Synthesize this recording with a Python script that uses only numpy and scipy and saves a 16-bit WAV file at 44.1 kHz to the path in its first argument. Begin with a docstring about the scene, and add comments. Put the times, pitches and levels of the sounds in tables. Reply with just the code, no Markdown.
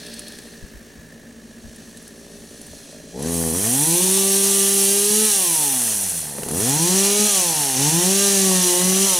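"""An open lawn: some way off, a chainsaw clears brush under a tree, pulsing like a small two-stroke.
It idles and clinks for three seconds, revs up, winds down, coughs and revs twice more.
Each firing rings the muffler, puffs out gas and tugs the chain, which rasps and hisses round the bar;
the air box honks as the revs climb. Trunks and walls return dull echoes,
and a light breeze nudges the microphone."""
import sys
import numpy as np
from scipy import signal
from scipy.fft import rfft, irfft, next_fast_len
from scipy.io import wavfile
from scipy.ndimage import uniform_filter1d

SR = 44100
rng = np.random.default_rng(int(sys.argv[2]) if len(sys.argv) > 2 else 0)


def persist_wave(psi):
    """Save psi, clipped to +-1, as 16-bit WAV."""
    counts = np.round(np.clip(psi, -1, 1) * 32767).astype(np.int16)
    wavfile.write(sys.argv[1], SR, np.atleast_2d(counts).T)


N = 405279
T = np.arange(N) / SR

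# the engine ticking over: t/s, firing rate/Hz, muffler pops/dB, clutch jingle/dB
IDLE = [(0, 58.7, -40.5, -46), (.42, 60, -47.5, -49), (.65, 55, -53, -50), (1.1, 54, -47, -51),
        (1.4, 54.3, -52, -55), (1.8, 55, -49, -51.5), (2.35, 57.9, -44.5, -55.5), (2.7, 57.6, -44.5, -52.5),
        (2.95, 55.4, -43, -54)]
# colour of a slack chain rattling on the bar: f/Hz, level/dB
RATTLE = [(1290, -38), (2200, -10), (2380, -4.5), (3130, -4), (3290, -1), (3650, -2), (4220, 4.5),
          (4760, -1.5), (5540, -1.5), (6770, -9.5), (7220, -17), (8350, -6), (10500, -13), (13200, -21),
          (15000, -29)]


def drive(coast_s=.94, throttle_s=.05):
    """Firing rate (Hz) and throttle (0-1): each pull revs the engine, then it coasts down."""
    # the three pulls of the throttle: t/s, firing rate/Hz
    first_rev = [(3.13, 55), (3.28, 84), (3.35, 85), (3.52, 79.5), (3.65, 108), (3.85, 155.6), (3.93, 170),
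                 (4.05, 186.4), (4.18, 194), (4.5, 196.8), (4.88, 196.8), (5.08, 206), (5.2, 215.5),
                 (5.27, 215.8)]
    second_rev = [(6.485, 70), (6.53, 76.4), (6.6, 99), (6.68, 128.4), (6.77, 154), (6.88, 178.2),
                  (6.96, 191.7), (7.2, 208.3), (7.275, 210)]
    third_rev = [(7.77, 129.4), (7.972, 169.8), (8.12, 194.2), (8.222, 199.4), (8.334, 197.2),
                 (8.704, 177.1), (8.794, 179.6), (9.018, 193.9), (9.07, 196.7)]
    speed, throttle = in_time(IDLE)[0], np.zeros(N)
    floors = [second_rev[0][1], third_rev[0][1], IDLE[0][1]]
    for rev, floor in zip([first_rev, second_rev, third_rev], floors):
        opens, shuts = rev[0][0], rev[-1][0]
        held, = in_time(rev)
        coast = np.maximum(held * np.exp(-np.maximum(T - shuts, 0) / coast_s), floor)
        speed = np.where(T < opens, speed, np.where(T < shuts, held, coast))
        throttle[(T >= opens) & (T < shuts)] = 1
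    return speed, eased(throttle, throttle_s)


def exhaust(turns, speed, shut, first_hold_db, upper_db, flutter=.07, rough=.42):
    """The firing note: two clean low orders, and higher ones sweeping through the muffler's resonances."""
    # body of the note at open throttle: firing rate/Hz, first order/dB, second order/dB
    low_orders = [(57.5, -41.5, -56), (70.76, -38, -32), (81.08, -30, -28.5), (104, -24.5, -30.5),
                  (127.03, -26.5, -24), (150, -21.5, -28), (177.5, -18, -23), (189.6, -20, -24.5),
                  (208, -28.5, -24.5), (208, -21, -25.5)]
    # muffler colour: f/Hz, gain/dB
    muffler_colour = [(160, 5), (245, 5.5), (330, -2.5), (410, 1.5), (490, 2), (580, -11), (680, -9.5),
                      (820, -12), (1000, -16.5), (1250, -18), (1700, -27.5)]
    angle = 2 * np.pi * turns
    orders = range(3, 15)
    gains = [from_db(at_hz(muffler_colour, k * speed)) for k in orders]
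    # part throttle gives distinct pulses; stumbling and fast firings smear together
    ragged = np.interp(speed, [60, 82, 160], [.9, .3, 1])
    upper = sum(g * (1 + rough * ragged * drift(4.3)) * np.sin(k * angle + ragged * rng.standard_normal())
                for k, g in zip(orders, gains))
    upper *= strokes(turns, depth=0, spread_db=.84) / np.sqrt(sum(g * g for g in gains[:4]))
    leak_db = np.interp(speed, [90, 190], [-.5, -3.5])  # at speed, intake and port carry a share
    first_db, second_db = by_speed(low_orders, speed)
    ear_phase = np.array([[.13], [-.13]])
    first = from_db(first_db + first_hold_db - 11 * shut + echo_loss_db(speed)) * np.sin(angle + ear_phase)
    second = from_db(second_db - 9 * shut + echo_loss_db(2 * speed)) * np.sin(2 * angle + ear_phase)
    low = (first + second) * (1 + flutter * drift(46)) * from_db(-1.07)
    return np.sqrt(2) * (low + from_db(upper_db + leak_db) * upper) * pan(1)


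def gas_roar(turns, speed, shut, level_db):
    """Exhaust gas roars, puffing with each firing and easing when the throttle shuts."""
    # colour of the gas: f/Hz, level/dB
    colour = [(70, -22), (120, -4.5), (250, -3.5), (450, -0.5), (650, 7.5), (900, 1), (1150, -1),
              (1350, -1), (1900, 5), (2200, -5), (2800, -24), (4000, -55)]
    # swell on each firing: firing rate/Hz, depth
    puffing = [(58, 0.38), (150, 0.3)]
    depth, = by_speed(puffing, speed)
    return noise(colour, strokes(turns, depth, spread_db=2)) * from_db(level_db - 1.5 * shut) * pan(1)


def intake(turns, speed, draw_db, centre_hz=850, width_hz=130):
    """The air box honks: orders swell and waver as they cross its resonance, over a rush of air."""
    orders = range(4, 15)
    gains = [1 / (1 + ((k * speed - centre_hz) / width_hz) ** 2) for k in orders]
    honk = sum(g * np.cos(2 * np.pi * (k * turns + rng.random()) + .35 * drift(12))
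               for k, g in zip(orders, gains))
    honk *= np.sqrt(2 / sum(g * g for g in gains)) * np.interp(speed, [75, 130, 200], [.3, 1, .8])
    gulps = strokes(turns, depth=.15, spread_db=6.5)
    rush = noise([(550, -35), (760, -5), (centre_hz, 0), (1000, -5), (1400, -35)], gulps)
    fade_in = np.interp(T, [3.1, 3.2], [0, 1])
    return (honk + rush * from_db(-8)) * from_db(draw_db - 3) * fade_in * pan(1.2)


def bark(turns, speed, level_db=-37, per_octave_db=12):
    """High firing orders harden with speed and fade in and out on their way over the grass."""
    # crack of the exhaust port: f/Hz, gain/dB
    colour = [(850, -5), (985, -2), (1200, -14.5), (1380, -14), (1590, -5), (1780, -5), (1950, -6),
              (2150, -16.5), (2400, -0.5), (2560, -22), (2780, -2.5), (3100, -4.5), (3350, -3.5),
              (3540, -1.5), (3750, -7), (4000, -0.5), (4300, -3.5), (6000, -15)]
    angle = 2 * np.pi * (turns + .0015 * drift(70))
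    edge = np.zeros(N)
    for k in range(5, 31):
        gain = from_db(at_hz(colour, k * speed) + 3.5 * drift(2.5))
        edge += gain * np.cos(k * angle + 2 * np.pi * rng.random())
    revved = np.interp(speed, [70, 125], [0, 1])
    return edge * revved * from_db(level_db + per_octave_db * np.log2(speed / speed.max()))


def muffler(seconds, heights, scatter_db):
    """Single firings ring the muffler, each mode a little differently every time."""
    # muffler modes: f/Hz, level/dB, t60/s
    modes = [(158, -12, 0.21), (231.5, 2, 0.047), (252, 2.5, 0.047), (400, -1.5, 0.027), (463, -6.5, 0.041),
             (556, 4.5, 0.013), (600, 2.5, 0.028)]
    scatter = scatter_db * rng.standard_normal((len(seconds), len(modes)))
    return sum((-1) ** k * ring(clicks_at(seconds, heights * from_db(db + scatter[:, k])), hz, t60)
               for k, (hz, db, t60) in enumerate(modes))


def idling(turns, weakest=.32, jitter_s=.00034):
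    """At idle some turns fire hard and some weakly; the loose clutch jingles in step."""
    # colour of the clutch: f/Hz, level/dB
    clutch_colour = [(1000, -18), (1500, -14.5), (1680, -1), (1830, -2.5), (2000, -13.5), (2600, -19.5),
                     (3500, -24)]
    _, pop_db, jingle_db = in_time(IDLE)
    fade_out = np.interp(T, [3.12, 3.3], [1, 0])
    fired = T[1:][np.diff(np.floor(turns)) > 0]
    lateness, force = rng.random((4096, 2))[:len(fired)].T
    heights = (weakest + force) * np.interp(fired, T, fade_out)
    pops = rms_one(muffler(fired + jitter_s * lateness, heights, scatter_db=2.3))
    jingle = noise(clutch_colour, strokes(turns, depth=.34, spread_db=1))
    return pops * np.sqrt(fade_out.mean()) * from_db(pop_db - 2) + fade_out * jingle * from_db(jingle_db)


def coughs(decay_s=.0034):
    """A few hard firings as the engine picks up again, each a thud with a crack on top."""
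    # lone firings: t/s, thud/dB, crack/dB
    firings = [(6.384, -23, -30), (6.425, -26, -47), (6.433, -42, -21.5), (6.463, -26, -42),
               (6.486, -23.5, -26), (6.511, -24, -28)]
    seconds, thud_db, crack_db = np.transpose(firings)
    blast = noise([(200, 4), (700, 8), (2000, -4), (4000, -8), (9000, -10)])
    crack = fading_clicks(seconds, crack_db, decay_s) * blast
    return muffler(seconds, from_db(thud_db), scatter_db=2.5) + crack


def chain(turns, speed, rasp_db, hiss_db, flap_db=.51, tick_db=-.2):
    """Links scrape round the bar, tugged by every firing; the slack chain flaps and single teeth tick."""
    # colours of the running chain: f/Hz, level/dB
    rasp_colour = [(1290, -30), (2200, -14.5), (2730, -8), (3220, -7), (3720, -10), (4130, -6.5),
                   (4950, -9), (5890, 1.5), (7280, -4), (7800, -3.5), (10100, -12.5), (17200, -120)]
    hiss_colour = [(4240, -26), (7200, -4.5), (7670, -5), (8510, 3), (10500, 4), (13100, -9.5), (14800, -7),
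                   (15800, -21), (16300, -44)]
    # the chain creeping round at idle: t/s, gain/dB
    creep = [(.5, -4), (.8, -5), (1.3, -7), (1.6, -4.5), (1.8, -1), (2.25, -3.5), (2.6, 0), (2.9, 1.5),
             (3.15, -0.5)]
    # teeth biting into twigs: t/s, width/s, rasp gain/dB, hiss gain/dB
    bites = [(7.351, 0.055, 1.5, 1.5), (7.85, .06, 3.5, -1), (8.25, 0.049, 0.5, -0.5)]
    creep_db, = in_time(creep)
    rasp_bite_db, hiss_bite_db = sum(np.outer(db, swell(s, width)) for s, width, *db in bites)
    grain = from_db(flap_db * drift(9.1) + tick_db * drift(900))
    tug = grain * strokes(turns, depth=.11, spread_db=.63)
    driven = np.interp(speed, [60, 90], [.7, 1])  # a slow chain rattles, a fast one rasps
    rasp = np.sqrt(driven) * noise(rasp_colour, tug) + np.sqrt(1 - driven) * noise(RATTLE, tug)
    rasp *= from_db(rasp_db + creep_db + rasp_bite_db + .2)
    hiss = noise(hiss_colour, grain * strokes(turns, depth=.12, spread_db=.5))
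    hiss *= from_db(hiss_db + creep_db + hiss_bite_db - 1)
    return rasp * pan(-.2) + hiss * pan(-1.25)


def clutch_slip(db, rise_db_per_s=138):
    """The clutch slips, so the chain's level falls freely but can rise only so fast."""
    ramp = rise_db_per_s * T
    return np.minimum.accumulate(db - ramp) + ramp


def settling_chain(turns, start_db=-41.5, fall_10db_s=.47):
    """In the opening moments the slack chain rattles on the bar as it comes to rest."""
    level_db = start_db - 10 * np.minimum(T / fall_10db_s, 10) ** 2
    return from_db(level_db) * noise(RATTLE, strokes(turns, depth=.097, spread_db=2))


def clinks(decay_s=.0035):
    """The chain slaps the bar and twigs: short metallic hits, some with more body than others."""
    # chain slaps: t/s, level/dB, body gain/dB
    slaps = [(0.0657, -30, -8), (0.1401, -28, -13), (0.193, -21, -9), (0.282, -26.5, -11), (0.322, -34, 2),
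             (0.387, -30, -1), (1.7605, -32, -9), (1.9721, -27, -8), (2.0254, -33, -21.5),
             (2.0782, -28, -18), (2.615, -28, -13), (2.6668, -30, -25), (3.1941, -29, -17),
             (3.2257, -18.5, -23), (6.4862, -14, -22), (6.5126, -18, -21)]
    # bright ring of a slap: f/Hz, level/dB
    colour = [(4000, -17), (7300, -5), (8300, -1.5), (10500, 4), (12000, -9), (13500, -18), (16000, -22)]
    seconds, db, body_db = np.transpose(slaps)
    top = fading_clicks(seconds, db - 6, decay_s) * noise(colour)
    body = fading_clicks(seconds, db + body_db - 4, decay_s) * noise(RATTLE)
    return top + body


def throb(hum_hz=228, beat_hz=13):
    """Under the idle, a hollow hum swells and sags unevenly."""
    # the hum's envelope: t/s, level/dB
    envelope = [(0, -46), (.5, -48.5), (.9, -52.5), (1.3, -44), (1.7, -45), (2.3, -52), (3.05, -53),
                (3.3, -81)]
    level_db, = in_time(envelope)
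    beat = np.cos(2 * np.pi * np.cumsum(beat_hz * (1 + .339 * drift(3.3))) / SR)
    hum = np.cos(2 * np.pi * np.cumsum(hum_hz * (1 + .016 * drift(15.3))) / SR)
    return from_db(level_db) * rms_one(hum * (1 + beat))


def holds(swing_s=.14):
    """How well each part of the saw carries, in dB, as it is turned from cut to cut."""
    # one hold a cut: from t/s, first order/dB, upper orders/dB, roar and intake/dB, rasp/dB, hiss/dB
    grips = [(0, -5, -5, -4, -2.5, 0.5), (6.63, -1.5, 0, -0.5, 0, -1.9), (7.8, -1.3, 1.5, -0.5, 0.4, -1.6)]
    starts, *columns = np.transpose(grips)
    current = np.searchsorted(starts[1:], T)
    return [eased(column[current], swing_s) for column in columns]


def echo_loss_db(hz):
    """A tone dips as it sweeps through the pitches that its echo cancels."""
    # echo notches: f/Hz, width/Hz, depth/dB
    dips = [(101.73, 2.75, -7), (157.6, 1.66, -10), (177.2, 2.2, -19), (200.3, 1.8, -0.5),
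            (312.7, 2.74, -28), (365.6, 2.6, -10.5)]
    return sum(db * np.exp(-.5 * ((hz - centre) / width) ** 2) for centre, width, db in dips)


def bounce(x, ground=.18, panel=.3, sway=.0586):
    """The treble glances off the ground and a metal panel, its colour rippling as the saw moves."""
    stretch = 1 + sway * drift(.352)
    ground_s, panel_s = .0011 * stretch, .0037 * stretch
    return np.array([ear + ground * np.interp(T - ground_s, T, ear) + panel * np.interp(T - panel_s, T, ear)
                     for ear in x])


def yard(x, echo_db=-23, dull_hz=1200):
    """Trunks and walls return a few dull echoes, different at each ear."""
    dull = signal.sosfilt(signal.butter(1, dull_hz, fs=SR, output="sos"), x)
    lags_s = [(.0043, .047, .083, .131), (.0071, .039, .097, .149)]
    echoes = [sum(np.interp(T - lag, T, ear, left=0) for lag in row) for ear, row in zip(dull, lags_s)]
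    return x + from_db(echo_db) * np.array(echoes)


def breeze(air_db=-49, puff_hz=65):
    """A soft bed of outdoor rumble, with a few low puffs on the microphone."""
    # colour of the open air: f/Hz, level/dB
    air_colour = [(15, -4), (35, -11), (70, -4.5), (130, -3.5), (400, -3), (900, -19.5), (3000, -21.5),
                  (16000, -42)]
    # puffs of wind: t/s, level/dB, width/s
    puffs = [(0.639, -26.5, 0.0071), (0.763, -33.5, 0.014), (0.988, -40, 0.014), (1.67, -37, 0.021),
             (2.395, -44, 0.013), (2.72, -46, 0.055)]
    puff_colour = [(12, -15), (puff_hz / 2, -3), (puff_hz, 0), (130, -7), (400, -35), (3000, -80)]
    buffeting = sum(from_db(db - 3) * swell(s, width) for s, db, width in puffs)
    return from_db(air_db) * noise(air_colour) + buffeting * noise(puff_colour)


def noise(spectrum, gate=1):
    """Stereo noise, chopped by a gate and then coloured by (f/Hz, level/dB) points; rms 1."""
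    # how alike the two ears are: f/Hz, likeness (0-1)
    likeness = [(30, 0.2), (100, 1), (600, 0.8), (1200, 0.65), (2500, 0.94), (6000, 0.99), (14000, 0.95)]
    size = next_fast_len(N)
    hz = np.arange(size // 2 + 1) * SR / size
    mid, side = rfft(rng.standard_normal((2, N)) * gate, size)
    alike = at_hz(likeness, hz)
    both = np.sqrt(1 + alike) * mid + np.sqrt(1 - alike) * side * np.array([[1], [-1]])
    return rms_one(irfft(both * from_db(at_hz(spectrum, hz)), size)[:, :N])


def strokes(turns, depth, spread_db):
    """A swell on every crank turn, each with a strength of its own."""
    strength = from_db(spread_db * rng.standard_normal(4096))
    return np.exp(depth * np.cos(2 * np.pi * turns)) * strength[(turns + .5).astype(int)]


def drift(rate_hz):
    """A smooth random wobble of rms 1, mostly slower than rate_hz."""
    r = np.exp(-80 * np.pi * rate_hz / SR)
    slow = signal.lfilter([1], [1, -2 * r, r * r], rng.standard_normal(N // 40 + 2002))[2000:]
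    return np.interp(np.arange(N) / 40, np.arange(len(slow)), rms_one(slow))


def ring(clicks, hz, t60):
    """A unit click sets a sine of height 1 ringing."""
    r, w = from_db(-60 / (t60 * SR)), 2 * np.pi * hz / SR
    return signal.lfilter([0, np.sin(w)], [1, -2 * r * np.cos(w), r * r], clicks + 1e-18)


def clicks_at(seconds, heights):
    """A train of single clicks."""
    return np.bincount(np.clip(np.asarray(seconds) * SR, 0, N - 1).astype(int), heights, N)


def fading_clicks(seconds, db, decay_s):
    """Envelopes that jump up and die away."""
    return signal.lfilter([1], [1, -np.exp(-1 / (decay_s * SR))], clicks_at(seconds, from_db(db)) + 1e-18)


def swell(peak_s, width_s):
    """A bell-shaped envelope."""
    return np.exp(-.5 * ((T - peak_s) / width_s) ** 2)


def eased(x, seconds):
    """Round off the steps of a control."""
    return uniform_filter1d(x, int(seconds * SR), mode="nearest")


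def in_time(rows):
    """Each column of a curve, sample by sample."""
    seconds, *columns = np.transpose(rows)
    return [np.interp(T, seconds, c) for c in columns]


def by_speed(rows, speed):
    """Each column of a table, read at the engine's speed."""
    speeds, *columns = np.transpose(rows)
    return [np.interp(speed, speeds, c) for c in columns]


def at_hz(points, hz):
    """Read a spectrum on a log-frequency axis."""
    f, value = np.transpose(points)
    return np.interp(np.log(np.maximum(hz, 1)), np.log(f), value)


def pan(left_db):
    """Gains for the two ears."""
    return from_db(np.array([[left_db], [-left_db]]) / 2)


def from_db(db):
    """Decibels to gain."""
    return 10 ** (np.asarray(db) / 20)


def rms_one(x):
    """Scale to unit rms."""
    return x / np.sqrt(np.mean(x ** 2) + 1e-20)


def scene():
    """One crankshaft drives exhaust, intake and chain; speed and throttle ride their levels."""
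    # the mix across the rev range: firing rate/Hz, upper orders at open throttle/dB,
    # the same at shut throttle/dB, gas roar/dB, intake/dB, chain rasp/dB, chain hiss/dB
    rev_mix = [(54.7, -28, -51, -58.5, -52, -46, -54), (70, -26, -35.5, -40, -32, -37.5, -33.5),
               (80.05, -21, -43, -38, -41.5, -31, -25.5), (106.87, -26.5, -38.5, -33.5, -37, -25, -21),
               (148, -35, -36, -35, -28.5, -24.5, -18.5), (194.6, -31, -31.5, -37, -33, -21, -18)]
    speed, throttle = drive()
    shut = 1 - throttle
    turns = np.cumsum(speed * (1 + .002 * drift(18))) / SR
    first_hold, upper_hold, gas_hold, rasp_hold, hiss_hold = holds()
    open_db, shut_db, roar_db, intake_db, rasp_db, hiss_db = by_speed(rev_mix, speed)
    engine = exhaust(turns, speed, shut, first_hold, throttle * open_db + shut * shut_db + upper_hold)
    engine += gas_roar(turns, speed, shut, roar_db + gas_hold)
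    engine += intake(turns, speed, intake_db + gas_hold)
    engine += bark(turns, speed) + idling(turns) + coughs()
    links = chain(turns, speed, clutch_slip(rasp_db) + rasp_hold, clutch_slip(hiss_db) + hiss_hold)
    steel = bounce(links + settling_chain(turns) + clinks())
    return yard(engine + steel) + throb() + breeze()


def record(dry, cutoff_hz=16100):
    """A steep low-pass shaves off the very top."""
    return signal.sosfilt(signal.ellip(12, .1, 80, cutoff_hz, fs=SR, output="sos"), dry)


dry = scene()
out = record(dry)
persist_wave(out)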